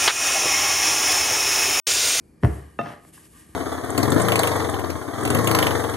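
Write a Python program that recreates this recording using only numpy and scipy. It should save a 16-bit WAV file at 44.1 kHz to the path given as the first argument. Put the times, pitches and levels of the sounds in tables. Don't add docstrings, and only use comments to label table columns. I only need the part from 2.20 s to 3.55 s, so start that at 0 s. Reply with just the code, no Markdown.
import sys
import numpy as np
from scipy import signal
from scipy.fft import rfft, irfft
from scipy.io import wavfile
from scipy.ndimage import uniform_filter1d

SR = 44100
rng = np.random.default_rng(int(sys.argv[2]) if len(sys.argv) > 2 else 0)


def store_pcm(level_fs):
    pcm = np.round(np.clip(level_fs, -1, 1) * 32767).astype(np.int16)
    wavfile.write(sys.argv[1], SR, np.atleast_2d(pcm).T)


N = 59535
T = np.arange(N) / SR
LEFT_RIGHT = np.array([[1], [-1]])


def from_db(db):
    return 10 ** (np.asarray(db) / 20)


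def rms_one(x):
    return x / np.sqrt(np.mean(x ** 2) + 1e-20)


def level(rows):
    return from_db(np.interp(T, *np.transpose(rows)))


def at_hz(points, hz):
    f, value = np.transpose(points)
    return np.interp(np.log(np.maximum(hz, 1)), np.log(f), value)


def decay(age, t60):
    return np.exp(-np.log(1000) * age / t60)


def lowpass(x, hz):
    return signal.sosfilt(signal.butter(2, hz, fs=SR, output="sos"), x)


# (f/Hz, correlation)
PORT_LIKENESS = [(60, 0.94), (200, 0.93), (400, 0.61), (750, 0.18), (1200, 0.4), (2200, 0.78), (6000, 0.85),
                 (10000, 0.97)]


def diffuse():
    mid, side = rfft(rng.standard_normal((2, N)))
    alike = np.clip(at_hz(PORT_LIKENESS, np.fft.rfftfreq(N, 1 / SR)), -1, 1)
    common = np.sqrt(1 + alike) * mid
    opposed = np.sqrt(1 - alike) * side * LEFT_RIGHT
    return irfft(common + opposed, N) / np.sqrt(2)


def noise(colour):
    gain = from_db(at_hz(colour, np.fft.rfftfreq(N, 1 / SR)))
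    return rms_one(irfft(rfft(diffuse()) * gain, N))


def grainy(x, depth_db):
    strength = rms_one(uniform_filter1d(rng.standard_normal(N), size=40))
    return rms_one(x * from_db(depth_db * strength))


def strike(blows, modes):
    out = np.zeros(N)
    for s, db in blows:
        age = np.maximum(T - s, 0)
        for hz, mode_db, t60 in modes:
            out += from_db(db + mode_db) * decay(age, t60) * np.sin(2 * np.pi * hz * age)
    return out


def alternate(modes, blows):
    return strike(blows, modes[::2]) - strike(blows, modes[1::2])


def soften(x, contact_s):
    r = np.exp(-2 * np.pi / (contact_s * SR))
    return signal.lfilter([1 - r], [1, -r], x)


# (f/Hz, relative density/dB)
AIR_COLOUR = [(25, 9.5), (45, 6.5), (75, -0.5), (130, -1.5), (200, 0), (340, -1.5), (550, -13), (1000, -22),
              (2000, -29), (2400, -23), (2700, -48), (3500, -61), (4400, -29), (6000, -39), (12000, -52)]
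# (f/Hz, rms level/dB)
HUM_PARTIALS = [(79, -64), (157, -65.5), (236.5, -79), (316, -66.5), (2420, -85)]


def room_tone():
    hum = np.zeros(N)
    for hz, db in HUM_PARTIALS:
        hum += np.sqrt(2) * from_db(db) * np.sin(2 * np.pi * (hz * T + rng.random()))
    return from_db(-52) * noise(AIR_COLOUR) + hum


# (t/s, level/dB before the overall swish gain)
SWISH_LEVEL = [(0.0, -70), (0.018, -75.5), (0.048, -70.5), (0.202, -76.5), (0.248, -49.5), (0.296, -55),
               (0.356, -54), (0.446, -63.5), (0.582, -67), (0.59, -61.5), (0.728, -59.5), (0.778, -69.5),
               (0.89, -56.5), (0.92, -67.5), (0.936, -50.5), (1.04, -57.5), (1.052, -53), (1.086, -61),
               (1.202, -53), (1.266, -61), (1.296, -59), (1.35, -61)]
# (f/Hz, relative density/dB)
SLIDE_COLOUR = [(1500, -8), (3000, -4), (4000, -9), (6000, -6.5), (8000, -0.5), (9500, 2), (11200, 8),
                (11700, -1.5), (12200, -11), (13000, -13)]


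def swish():
    overall_gain = from_db(2.5)
    return overall_gain * level(SWISH_LEVEL) * grainy(noise(SLIDE_COLOUR), depth_db=1)


# (t/s, level/dB)
RUB_LEVEL = [(0, -91), (.2, -71), (.3, -51.5), (.42, -55), (.55, -65), (.62, -66), (.72, -45), (.8, -59),
             (.92, -69), (.95, -63), (1.05, -60.5), (1.1, -72), (1.15, -58), (1.19, -58), (1.23, -60),
             (1.26, -65), (1.35, -61)]
# (f/Hz, bandwidth/Hz, relative level/dB)
RUB_RESONANCES = [(1140, 88, 18), (1193, 33, 19), (1644, 140, 18), (1830, 50, 18), (2370, 46, -23),
                  (2878, 38, 12.5), (3100, 42, -11), (5460, 110, -12)]


def rub():
    friction = diffuse()
    out = 0
    for hz, width_hz, db in RUB_RESONANCES:
        b, a = signal.iirpeak(hz, hz / width_hz, fs=SR)
        out = out + from_db(db) * signal.lfilter(b, a, friction)
    return level(RUB_LEVEL) * rms_one(out)


# (t/s, level/dB, contact time/s)
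HANDLE_CLACKS = [(0.228, -34.5, 0.000067), (0.234, -14, 0.00041), (0.2469, -13.5, 0.00043)]
# (f/Hz, relative level/dB, t60/s)
HANDLE_MODES = [(296.5, -9, 0.069), (454, -9, 0.05), (592.4, -16, 0.136), (695.5, -8, 0.049),
                (1055, -2.5, 0.0087), (1382, -8.5, 0.015), (1705, -6, 0.013), (2046, -7, 0.0086),
                (2650, -18.5, 0.012), (3120, -14.5, 0.0095), (4240, -14.5, 0.0024), (5700, -16.5, 0.0033)]


def clack():
    out = np.zeros(N)
    for s, db, contact_s in HANDLE_CLACKS:
        out -= soften(alternate(HANDLE_MODES, [(s, db)]), contact_s)
    return out


# (t/s, level/dB)
THUD_BLOWS = [(0.231, -20), (0.2357, -12.5), (0.2432, -8.5), (0.2875, -22), (0.2995, -23), (0.383, -42),
              (1.293, -49), (1.322, -56)]
# (f/Hz, relative level/dB, t60/s)
COUNTER_MODES = [(71, -16, 0.5), (84.9, -6.5, 0.2), (106, -8, 0.14), (123, 2.5, 0.083),
                 (156.2, -14.5, 0.14), (180.5, -13.5, 0.229), (227.4, -16.5, 0.25), (289.8, -16.5, 0.23),
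                 (312.7, -7, 0.071), (374.8, -28, 0.33), (427, -26, 0.16), (468, -40, 0.055),
                 (591.4, -23.5, 0.24), (692.5, -18, 0.071), (766, -19.5, 0.16)]


def thud():
    return lowpass(strike(THUD_BLOWS, COUNTER_MODES), 600)


KNOCK_S, KNOCK_DB, KNOCK_CONTACT_S = 0.5888, -18.5, 0.00037
# (f/Hz, relative level/dB, t60/s)
PIN_RING_MODES = [(227.5, -7, 0.18), (326, -2.5, 0.03), (459, -4.5, 0.066), (573.5, -6, 0.078),
                  (692.2, -4.5, 0.19), (822, -9, 0.16), (1000, -8.5, 0.031), (1243.6, -3, 0.16),
                  (1440, -5.5, 0.017), (1774, -6, 0.042), (2685, -10, 0.088), (3644, -22, 0.18),
                  (5870, -43, 0.075), (6650, -36, 0.23)]


def knock():
    return soften(alternate(PIN_RING_MODES, [(KNOCK_S, KNOCK_DB)]), KNOCK_CONTACT_S)


def after_knock(t60, attack_s):
    age = np.maximum(T - KNOCK_S, 0)
    return np.minimum(age / attack_s, 1) * decay(age, t60)


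# (f/Hz, relative density/dB)
CRACK_SPECTRUM = [(150, -23), (500, 5.5), (1500, -2.5), (2200, -12.5), (3200, -17), (4200, -25),
                  (6000, -23.5), (9000, -44)]


def crack():
    return from_db(-31) * after_knock(t60=0.057, attack_s=0.00094) * noise(CRACK_SPECTRUM)


RATTLES_PER_S, RATTLE_DB, RATTLE_SPREAD_DB = 150, -32, 6.5


def rattle():
    born = rng.random(N) < RATTLES_PER_S / SR
    strength = from_db(RATTLE_DB + RATTLE_SPREAD_DB * rng.standard_normal(N))
    clicks = born * strength * after_knock(t60=0.63, attack_s=0.016)
    bounce = alternate(HANDLE_MODES, [(0.0038, 0)])
    return signal.fftconvolve(clicks, bounce)[:N]


# (f/Hz, relative density/dB)
RUMBLE_SPECTRUM = [(60, -44), (105, 0), (145, -1), (185, -3.5), (300, -13.5), (600, -47), (2000, -57)]


def rumble():
    return from_db(-32.5) * after_knock(t60=0.47, attack_s=0.016) * noise(RUMBLE_SPECTRUM)


GRIT_START_S, GRIT_END_S, GRIT_FADE_S = 0.62, 0.7104, 0.033
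# (f/Hz, relative density/dB)
GRIT_SPECTRUM = [(120, 2), (300, 2), (700, 14), (1500, 14), (2400, 3.5), (3000, 2.5), (4000, -6),
                 (6000, -5), (8000, -36), (13000, -37)]


def grit():
    inside_s = np.minimum(T - GRIT_START_S, GRIT_END_S - T)
    rolling = np.clip(inside_s / GRIT_FADE_S + 0.5, 0, 1)
    return from_db(-42.5) * rolling * grainy(noise(GRIT_SPECTRUM), depth_db=2)


# (middle t/s, standard deviation/s, level/dB)
PALM_SCUFFS = [(0.96, 0.0097, -58), (1.049, .014, -61.5)]
# (f/Hz, relative density/dB)
PALM_COLOUR = [(600, -11), (1400, -8), (1700, 5), (2400, -3), (2900, 12), (3600, -9), (5400, 4),
               (8000, -32)]


def scuffs():
    swell = np.zeros(N)
    for s, deviation_s, db in PALM_SCUFFS:
        swell += from_db(db) * np.exp(-0.5 * ((T - s) / deviation_s) ** 2)
    return swell * grainy(noise(PALM_COLOUR), depth_db=-1.5)


# (f/Hz, relative level/dB, t60/s)
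LIGHT_TAP_MODES = [(850, -6, 0.013), (1084, -6, 0.03), (1360, -11, 0.013), (1670, -4, 0.025)]


def tap():
    return alternate(LIGHT_TAP_MODES, [(0.9778, -39.5)])


def echo(t60, delay_s):
    shape = decay(T, t60) * np.clip(T / delay_s - 1, 0, 1)
    return shape / np.sqrt(np.sum(shape ** 2))


# (f/Hz, gain/dB)
ECHO_COLOUR = [(50, -16), (120, -10.5), (250, -5.5), (600, -0.5), (1200, -3.5), (2000, -4.5), (2700, -0.5),
               (3600, -11), (6000, -0.5), (13000, -20)]
# (f/Hz, t60/s)
ECHO_T60 = [(80, 0.39), (260, 0.4), (700, 0.51), (1800, 0.47), (5000, 0.61), (12000, 0.17)]


def kitchen(x):
    hz = np.fft.rfftfreq(N, 1 / SR)
    centres = np.geomspace(60, 12000, 9)
    late = rfft(diffuse())
    response = from_db(-3.5) * diffuse() * echo(t60=0.056, delay_s=0.0013)
    for centre, share in zip(centres, np.eye(len(centres))):
        band = irfft(late * at_hz(np.c_[centres, share], hz), N)
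        response = response + from_db(-4) * band * echo(at_hz(ECHO_T60, centre), delay_s=0.0069)
    response = irfft(rfft(response) * from_db(at_hz(ECHO_COLOUR, hz)), N)[:, :N // 2]
    return signal.fftconvolve(x[None], response, axes=1)[:, :N]


def blows():
    clacks, thuds, knocked, tapped = clack(), thud(), knock(), tap()
    sent = from_db(2) * clacks + from_db(1) * thuds
    sent = sent + from_db(-0.5) * lowpass(knocked, 2080) + from_db(-1) * tapped
    knock_right = knocked * from_db(-0.5 * LEFT_RIGHT)
    return clacks + thuds + knock_right + tapped + kitchen(sent)


def scene():
    impacts = blows() + rattle() + rumble() + crack()
    sliding = swish() + scuffs() + rub() + grit()
    return (impacts + sliding + room_tone()) * from_db(0.38 * LEFT_RIGHT)


# (f/Hz, left's lead/rad)
PORT_LEAD = [(100, 0), (700, -.1), (1400, -.3), (2100, 0), (3000, .65), (5400, .5), (6700, 0), (7700, .7),
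             (8800, -.15), (9300, -1.6), (10280, -3.14), (10900, -4.1), (11900, -6.25)]


def record(dry):
    hz = np.fft.rfftfreq(2 * N, 1 / SR)
    ports = np.exp(0.5j * at_hz(PORT_LEAD, hz) * LEFT_RIGHT)
    x = irfft(rfft(dry, 2 * N) * ports)[:, :N]
    x = signal.sosfilt(signal.butter(6, 52.6, "high", fs=SR, output="sos"), x)
    return signal.sosfilt(signal.ellip(10, 0.2, 80, 12900, fs=SR, output="sos"), x)


dry = scene()
out = record(dry)
store_pcm(out)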